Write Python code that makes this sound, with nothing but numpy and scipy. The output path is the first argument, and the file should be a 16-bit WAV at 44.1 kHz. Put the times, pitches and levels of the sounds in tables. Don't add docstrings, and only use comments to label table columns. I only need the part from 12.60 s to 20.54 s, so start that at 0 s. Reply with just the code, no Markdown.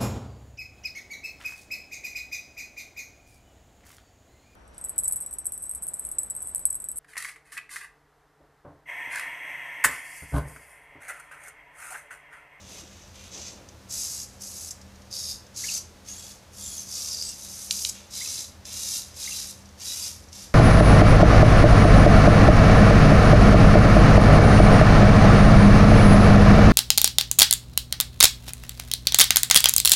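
import sys
import numpy as np
from scipy import signal
from scipy.fft import rfft, irfft, next_fast_len
from scipy.io import wavfile
from scipy.ndimage import uniform_filter1d, map_coordinates

SR = 44100
rng = np.random.default_rng(int(sys.argv[2]) if len(sys.argv) > 2 else 0)


def put_to_file(sound):
    columns = np.atleast_2d(sound).T
    safe = np.clip(columns, -1, 1)
    whole_steps = np.round(safe * 32767)
    wavfile.write(sys.argv[1], SR, whole_steps.astype(np.int16))


N = 350154
TIME = np.arange(N) / SR


def from_db(db):
    return 10 ** (np.asarray(db) / 20)


def rms_one(x):
    return x / np.sqrt(np.mean(np.abs(x) ** 2) + 1e-20)


def band(x, low_hz, high_hz, order=2):
    return signal.sosfilt(signal.butter(order, [low_hz, high_hz], "band", fs=SR, output="sos"), x)


def colour(x, spectrum):
    hz, db = np.transpose(spectrum)
    size = next_fast_len(N)
    bins_hz = np.maximum(np.fft.rfftfreq(size, 1 / SR), 1)
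    gain = from_db(np.interp(np.log(bins_hz), np.log(hz), db))
    return rms_one(irfft(rfft(x, size) * gain, size)[:N])


def resonate(x, hz, width_hz):
    r = np.exp(-np.pi * width_hz / SR)
    feedback = [1, -2 * r * np.cos(2 * np.pi * hz / SR), r * r]
    return signal.lfilter(np.array([1, 0, -1]) * (1 - r * r) / 2, feedback, x)


def ring(clicks, hz, ring_s):
    r, w = np.exp(-np.log(1000) / (ring_s * SR)), 2 * np.pi * hz / SR
    return signal.lfilter([0, np.sin(w)], [1, -2 * r * np.cos(w), r * r], clicks + 1e-18)


def smooth(x, rate_hz):
    r = np.exp(-2 * np.pi * rate_hz / SR)
    return signal.lfilter([1], [1, -2 * r, r * r], x)


def drift(rate_hz):
    return rms_one(smooth(rng.standard_normal(N + SR), rate_hz)[SR:])


def stroke(start_s, length_s, rise_s, fade_s, swell_db=0):
    t = TIME - start_s
    rise = np.clip(t / rise_s, 0, 1)
    hold = from_db(swell_db * (np.clip(t / length_s, 0, 1) - .5))
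    fade = np.exp(-np.clip((t - length_s) / fade_s, 0, 20))
    return rise * hold * fade


# frequency_hz, gain_db
FAN_AIR = [(15, -58), (25, -12), (56, 3), (82, -7.5), (147, -9.5), (198, -8), (239, -6.5), (398, -11.5),
           (521, -9), (1110, -14), (3070, -20), (6340, -19.5), (7870, -25.5), (13100, -31.5), (15400, -37)]
# pitch_hz, level_db
FAN_HUM = [(80, -57.5), (119, -62.5), (196, -59), (522, -71), (587, -72), (1743, -78)]
def fan(waver_rad, swell_db):
    air = from_db(-53) * colour(rng.standard_normal(N), FAN_AIR)
    boom = from_db(-56.5) * rms_one(resonate(rng.standard_normal(N), hz=83.0, width_hz=16.3))
    out = air + boom
    for pitch_hz, level_db in FAN_HUM:
        swell = from_db(swell_db * drift(5.8))
        tone = np.sin(2 * np.pi * pitch_hz * TIME + waver_rad * drift(4.9))
        out += from_db(level_db) * rms_one(swell * tone)
    return band(out, 27, 19000)


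def room(x, first_echo_s, ring_s):
    t = TIME[:SR // 2]
    echoes = band(rng.standard_normal(len(t)), 300, 13000, order=1)
    tail = echoes * from_db(-60 * t / ring_s) * (t > first_echo_s)
    return signal.fftconvolve(x, tail / np.linalg.norm(tail))[:N]


def palm_echo(x, delay_s, wander_s):
    lag = (delay_s + wander_s * drift(1.42)) * SR
    return map_coordinates(x, [np.arange(N) - lag], order=3)


# start_s, length_s, rise_s, fade_s, level_db
ARM_SWAYS = [(.03, 0.14, 0.093, .1, -56), (0.698, 0.093, .04, .06, -51.5), (0.844, 0.17, 0.069, 0.2, -55)]
def arm_sway(scuff_db):
    rub = rng.standard_normal(N)
    rumble = rms_one(band(rub, 210, 710))
    scuff = from_db(scuff_db) * rms_one(band(rub, 1400, 3000))
    return (rumble + scuff) * sum(from_db(db) * stroke(*timing) for *timing, db in ARM_SWAYS)


# start_s, length_s, start_hz, end_hz, peak_db
JOINT_SQUEAKS = [(3.034, 0.019, 1730, 2520, -33.5), (3.034, 0.032, 1650, 1800, -43.5),
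                 (3.081, 0.018, 3200, 2270, -29.5), (5.606, 0.0218, 1805, 2410, -35),
                 (5.654, 0.013, 2790, 2400, -36.5), (6.658, 0.0134, 3640, 4100, -32),
                 (6.673, 0.012, 1840, 2390, -31.5), (6.716, 0.015, 2810, 2600, -33)]
def joint_squeaks():
    out = np.zeros(N)
    for start_s, length_s, start_hz, end_hz, peak_db in JOINT_SQUEAKS:
        size, at = int(length_s * SR), round(start_s * SR)
        phase = 2 * np.pi * np.cumsum(np.linspace(start_hz, end_hz, size)) / SR
        out[at:at + size] += from_db(peak_db) * np.hanning(size) * np.sin(phase)
    return out


# start_s, strength_db
LINKAGE_SNAPS = [(5.1087, -11), (5.19, -29), (5.249, -13), (5.2925, -39)]
# delay_s, gain_db
SNAP_KNOCKS = [(0, -6), (.00052, 0.5), (.00095, 0), (.0026, -5.5)]
# pitch_hz, gain_db, ring_s
LINKAGE_TONES = [(1500, -25, 0.012), (2300, -26, .01), (3070, -2.5, 0.0036), (3910, -3.5, 0.0091),
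                 (4700, -6, 0.0056), (5500, -5.5, 0.0072), (5860, -8, 0.0072), (7130, -7.5, 0.0054),
                 (8400, -11.5, 0.0076), (10800, -12, 0.0036)]
def linkage_snaps():
    force = np.zeros(N)
    for start_s, strength_db in LINKAGE_SNAPS:
        for delay_s, gain_db in SNAP_KNOCKS:
            at = round((start_s + delay_s * rng.uniform(.95, 1.05)) * SR)
            force[at] += from_db(strength_db + gain_db)
    ringing = sum((-1) ** k * from_db(db) * ring(force, hz, ring_s)
                  for k, (hz, db, ring_s) in enumerate(LINKAGE_TONES))
    return band(ringing, 1300, 15000)


def tooth_impacts(per_s, spread_db, rub):
    hits = (rng.random(N) < per_s / SR) * rng.choice([-1, 1], N)
    knocks = hits * from_db(spread_db * rng.standard_normal(N))
    return rms_one(rms_one(knocks) + rub * rng.standard_normal(N))


# start_s, level_db
SERVO_TWITCHES = [(.558, -47), (1.088, -42), (1.601, -30), (1.811, -45.5), (2.215, -44.5), (2.357, -52),
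                  (2.42, -50.5), (2.513, -40), (2.557, -41), (2.866, -51), (2.963, -37), (3.486, -41),
                  (4.625, -31), (6.054, -35), (6.543, -45), (7.02, -55), (7.056, -47.5), (7.09, -52),
                  (7.64, -49), (7.686, -48), (7.729, -34.5)]
def servo_twitches(teeth, fade_s, edge_db):
    pulses = np.zeros(N)
    for start_s, level_db in SERVO_TWITCHES:
        pulses[round(start_s * SR)] += from_db(level_db)
    shake = signal.lfilter([1], [1, -np.exp(-1 / (fade_s * SR))], pulses + 1e-18)
    case = rms_one(band(teeth, 4930, 6600))
    edge = from_db(edge_db) * rms_one(band(teeth, 3500, 8800))
    return shake * (case + edge)


def motor_throb(rate_hz, depth_db, wander, rough_db, kick, load_db):
    phase = 2 * np.pi * np.cumsum(rate_hz * (1 + wander * drift(6.9))) / SR
    pulse = np.sin(phase) + kick * np.sin(2 * phase)
    surge = from_db(depth_db * pulse + rough_db * drift(57))
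    local_level = np.sqrt(uniform_filter1d(surge ** 2, size=2400))
    return surge / local_level * from_db(load_db * drift(7.7))


# start_s, length_s, start_hz, end_hz, level_db
GEAR_WHINES = [(.11, 0.088, 656, 488, -52), (.215, 0.043, 360, 300, -47.5), (3.1, 0.13, 6500, 5800, -34.5),
               (3.465, 0.091, 6280, 6740, -36), (3.55, 0.077, 7100, 7850, -44),
               (3.46, 0.31, 3280, 3480, -56), (3.94, 0.33, 3390, 3330, -52), (4.0, 0.11, 3620, 3530, -50),
               (4.01, 0.097, 7400, 7200, -36), (4.09, 0.11, 7000, 6720, -40),
               (4.16, 0.081, 6400, 6040, -34.5), (3.98, 0.23, 10750, 10250, -45),
               (4.38, 0.15, 1200, 1085, -57), (4.472, 0.092, 5500, 4930, -37),
               (4.5, 0.2, 4810, 4840, -31.5), (4.63, 0.088, 7950, 8000, -32.5),
               (4.66, 0.095, 2880, 2700, -54), (4.78, 0.13, 3950, 3820, -53),
               (7.255, 0.089, 3900, 3860, -37), (7.4, 0.081, 4940, 4770, -36)]
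def gear_whine(surge, blur_share, clean, throb_power):
    out = np.zeros(N)
    slack = rng.standard_normal(N) + 1j * rng.standard_normal(N)
    for start_s, length_s, start_hz, end_hz, level_db in GEAR_WHINES:
        at = np.flatnonzero((TIME >= start_s) & (TIME < start_s + length_s))
        pitch_hz = np.linspace(start_hz, end_hz, len(at))
        tone = np.exp(2j * np.pi * np.cumsum(pitch_hz) / SR)
        blur = rms_one(clean + rms_one(smooth(slack[at], blur_share * pitch_hz.mean())))
        swell = np.sin(np.linspace(0, np.pi, len(at)))
        out[at] += swell * from_db(level_db) * np.real(blur * tone)
    return out * rms_one(surge ** throb_power)


# frequency_hz, gain_db
GEARBOX_TONE = [(880, -54), (1500, -4), (1900, -8.5), (2110, -10), (2420, -10), (2720, -11), (3150, -12.5),
                (3820, -4), (4300, -5.5), (4740, -1), (6280, 3), (8750, -7), (11400, -9), (13600, -16),
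                (15400, -17)]
# pitch_hz, width_hz, gain_db
CASE_RINGS = [(2790, 220, -13), (3940, 310, -26), (4890, 89, -6.5), (5490, 140, -5.5), (6110, 240, -7.5),
              (7500, 130, -3), (8180, 170, -7), (8220, 250, -5), (9520, 130, -14), (10860, 400, -15)]
def gearbox(teeth, flutter_db):
    case = colour(teeth, GEARBOX_TONE)
    case = case + sum(from_db(db) * resonate(case, hz, width_hz) for hz, width_hz, db in CASE_RINGS)
    growl = rms_one(band(case, 2000, 3546, order=3) + from_db(-10.5) * band(teeth, 950, 2110))
    rattle = rms_one(band(case, 4134, 7810, order=4))
    fizz = rms_one(band(case, 8760, 14000, order=4)) * from_db(flutter_db * drift(60))
    return growl, rattle, fizz


GEAR_SET_RINGS = {"arm": [(6170, 1000, -3.5)], "shrill": [(4940, 320, -12.5), (6580, 930, -3),
                  (7550, 720, -6.5)], "hollow": [(3800, 350, -7.5), (4860, 450, 2.5), (5190, 470, 3.5),
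                  (6520, 340, -0.5)], "thin": [(4540, 610, -12), (6600, 900, -8), (7740, 350, -17)],
                  "nasal": [(3700, 360, -18), (4800, 330, -9.5), (5510, 1000, -5.5)],
                  "low": [(3960, 560, -10), (4970, 610, -10.5), (6110, 550, -17)]}
def gear_sets(rattle):
    knocks = tooth_impacts(per_s=1500, spread_db=6.0, rub=0.3)
    rattles = {}
    for name, rings in GEAR_SET_RINGS.items():
        ringing = sum(from_db(db) * rms_one(resonate(resonate(knocks, hz, width_hz), hz, width_hz))
                      for hz, width_hz, db in rings)
        rattles[name] = rms_one(rattle + ringing)
    return rattles


# start_s, length_s, spin_up_s, coast_s, level_db, swell_db, growl_db, fizz_db, gear_set
SERVO_MOVES = [(0, 0.46, 0.0034, 0.066, -55.5, -2, -4.5, -18, "arm"),
               (0.045, .158, 0.039, 0.021, -49.5, 6.5, -5.5, -9.5, "arm"),
               (.53, 0.15, 0.02, 0.023, -54, 6.5, -1, -10.5, "arm"),
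               (.703, .181, 0.036, 0.048, -42, -0.5, -9, -18.5, "arm"),
               (1.285, 0.15, 0.03, 0.098, -35, 5.5, -19.5, -6.5, "shrill"),
               (1.464, 0.18, 0.067, 0.011, -37.5, -7, -22, -5.5, "shrill"),
               (1.792, 0.3, 0.029, 0.0055, -41.5, 3, -20, -4.5, "shrill"),
               (2.104, 0.011, .003, 0.01, -36.5, -2, -22, -8.5, "shrill"),
               (2.502, 0.21, 0.043, 0.034, -34.5, 2.5, -24.5, -9.5, "hollow"),
               (2.937, 0.025, .015, .004, -50.5, 0, -12, -10, "thin"),
               (2.957, 0.22, 0.011, 0.019, -34.5, 4, -17, -8, "thin"),
               (3.442, 0.064, 0.052, 0.083, -45.5, 0, -8, -5.5, "thin"),
               (3.524, 0.19, 0.037, 0.046, -47.5, 0, -12.5, -5.5, "thin"),
               (3.909, 0.31, 0.096, 0.046, -43.5, 2.5, -15.5, -3.5, "thin"),
               (4.247, 0.47, 0.13, .045, -35.5, -6, -18, -8, "nasal"),
               (4.727, 0.33, 0.08, 0.094, -43, 4, -16, -4, "arm"),
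               (5.102, 0.17, 0.0089, 0.027, -33.5, 1, -20.5, -5, "arm"),
               (5.287, .011, .004, .004, -31, 3, -18, -5, "shrill"),
               (5.325, 0.095, .03, 0.11, -52, -7, -2.5, -9, "arm"),
               (5.497, .32, 0.065, 0.039, -35, -1.5, -15.5, -7, "low"),
               (6.047, 0.05, 0.0066, 0.3, -45, 5, -7.5, -7, "low"),
               (6.116, 0.26, .015, 0.039, -35, 8, -17.5, -5.5, "low"),
               (6.541, 0.27, 0.081, 0.069, -36, 1, -13.5, -5.5, "low"),
               (6.817, 0.093, 0.092, 0.013, -40, -2, -21, -5, "low"),
               (7.173, .02, 0.011, 0.0054, -54, 0, -6, -8, "nasal"),
               (7.196, 0.03, .003, 0.03, -43, 3, -9, -10.5, "nasal"),
               (7.209, 0.26, 0.067, .057, -35.5, 0, -13.5, -5, "nasal"),
               (7.71, .13, 0.044, 0.046, -45.5, 2, -11, -7, "nasal")]
def servo_moves(teeth, surge):
    growl, rattle, fizz = gearbox(teeth, flutter_db=1.0)
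    rattles = gear_sets(rattle)
    out = np.zeros(N)
    for *timing, level_db, swell_db, growl_db, fizz_db, gear_set in SERVO_MOVES:
        whir = rattles[gear_set] + from_db(growl_db) * growl + from_db(fizz_db) * fizz
        whir = np.roll(whir, rng.integers(N))
        out += from_db(level_db) * stroke(*timing, swell_db) * whir
    return out * surge


def scene():
    teeth = tooth_impacts(per_s=5000, spread_db=2.0, rub=0.31)
    surge = motor_throb(rate_hz=75.4, depth_db=1.1, wander=0.0317, rough_db=0.9, kick=0.22, load_db=0.45)
    hand = servo_moves(teeth, surge) + gear_whine(surge, blur_share=0.034, clean=0.29, throb_power=2.54)
    hand += from_db(-9.5) * palm_echo(hand, delay_s=.0022, wander_s=0.000152)
    hand += servo_twitches(teeth, fade_s=0.0049, edge_db=-11.5) + joint_squeaks() + linkage_snaps()
    echoes = from_db(-12) * room(hand, first_echo_s=0.0028, ring_s=0.32)
    mono = hand + echoes + arm_sway(scuff_db=-9) + fan(waver_rad=0.67, swell_db=3.0)
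    return np.stack([mono, mono])


def record(dry):
    cutoff_hz = 15500
    return signal.sosfilt(signal.ellip(12, .1, 90, cutoff_hz, fs=SR, output="sos"), dry)


dry = scene()
out = record(dry)
put_to_file(out)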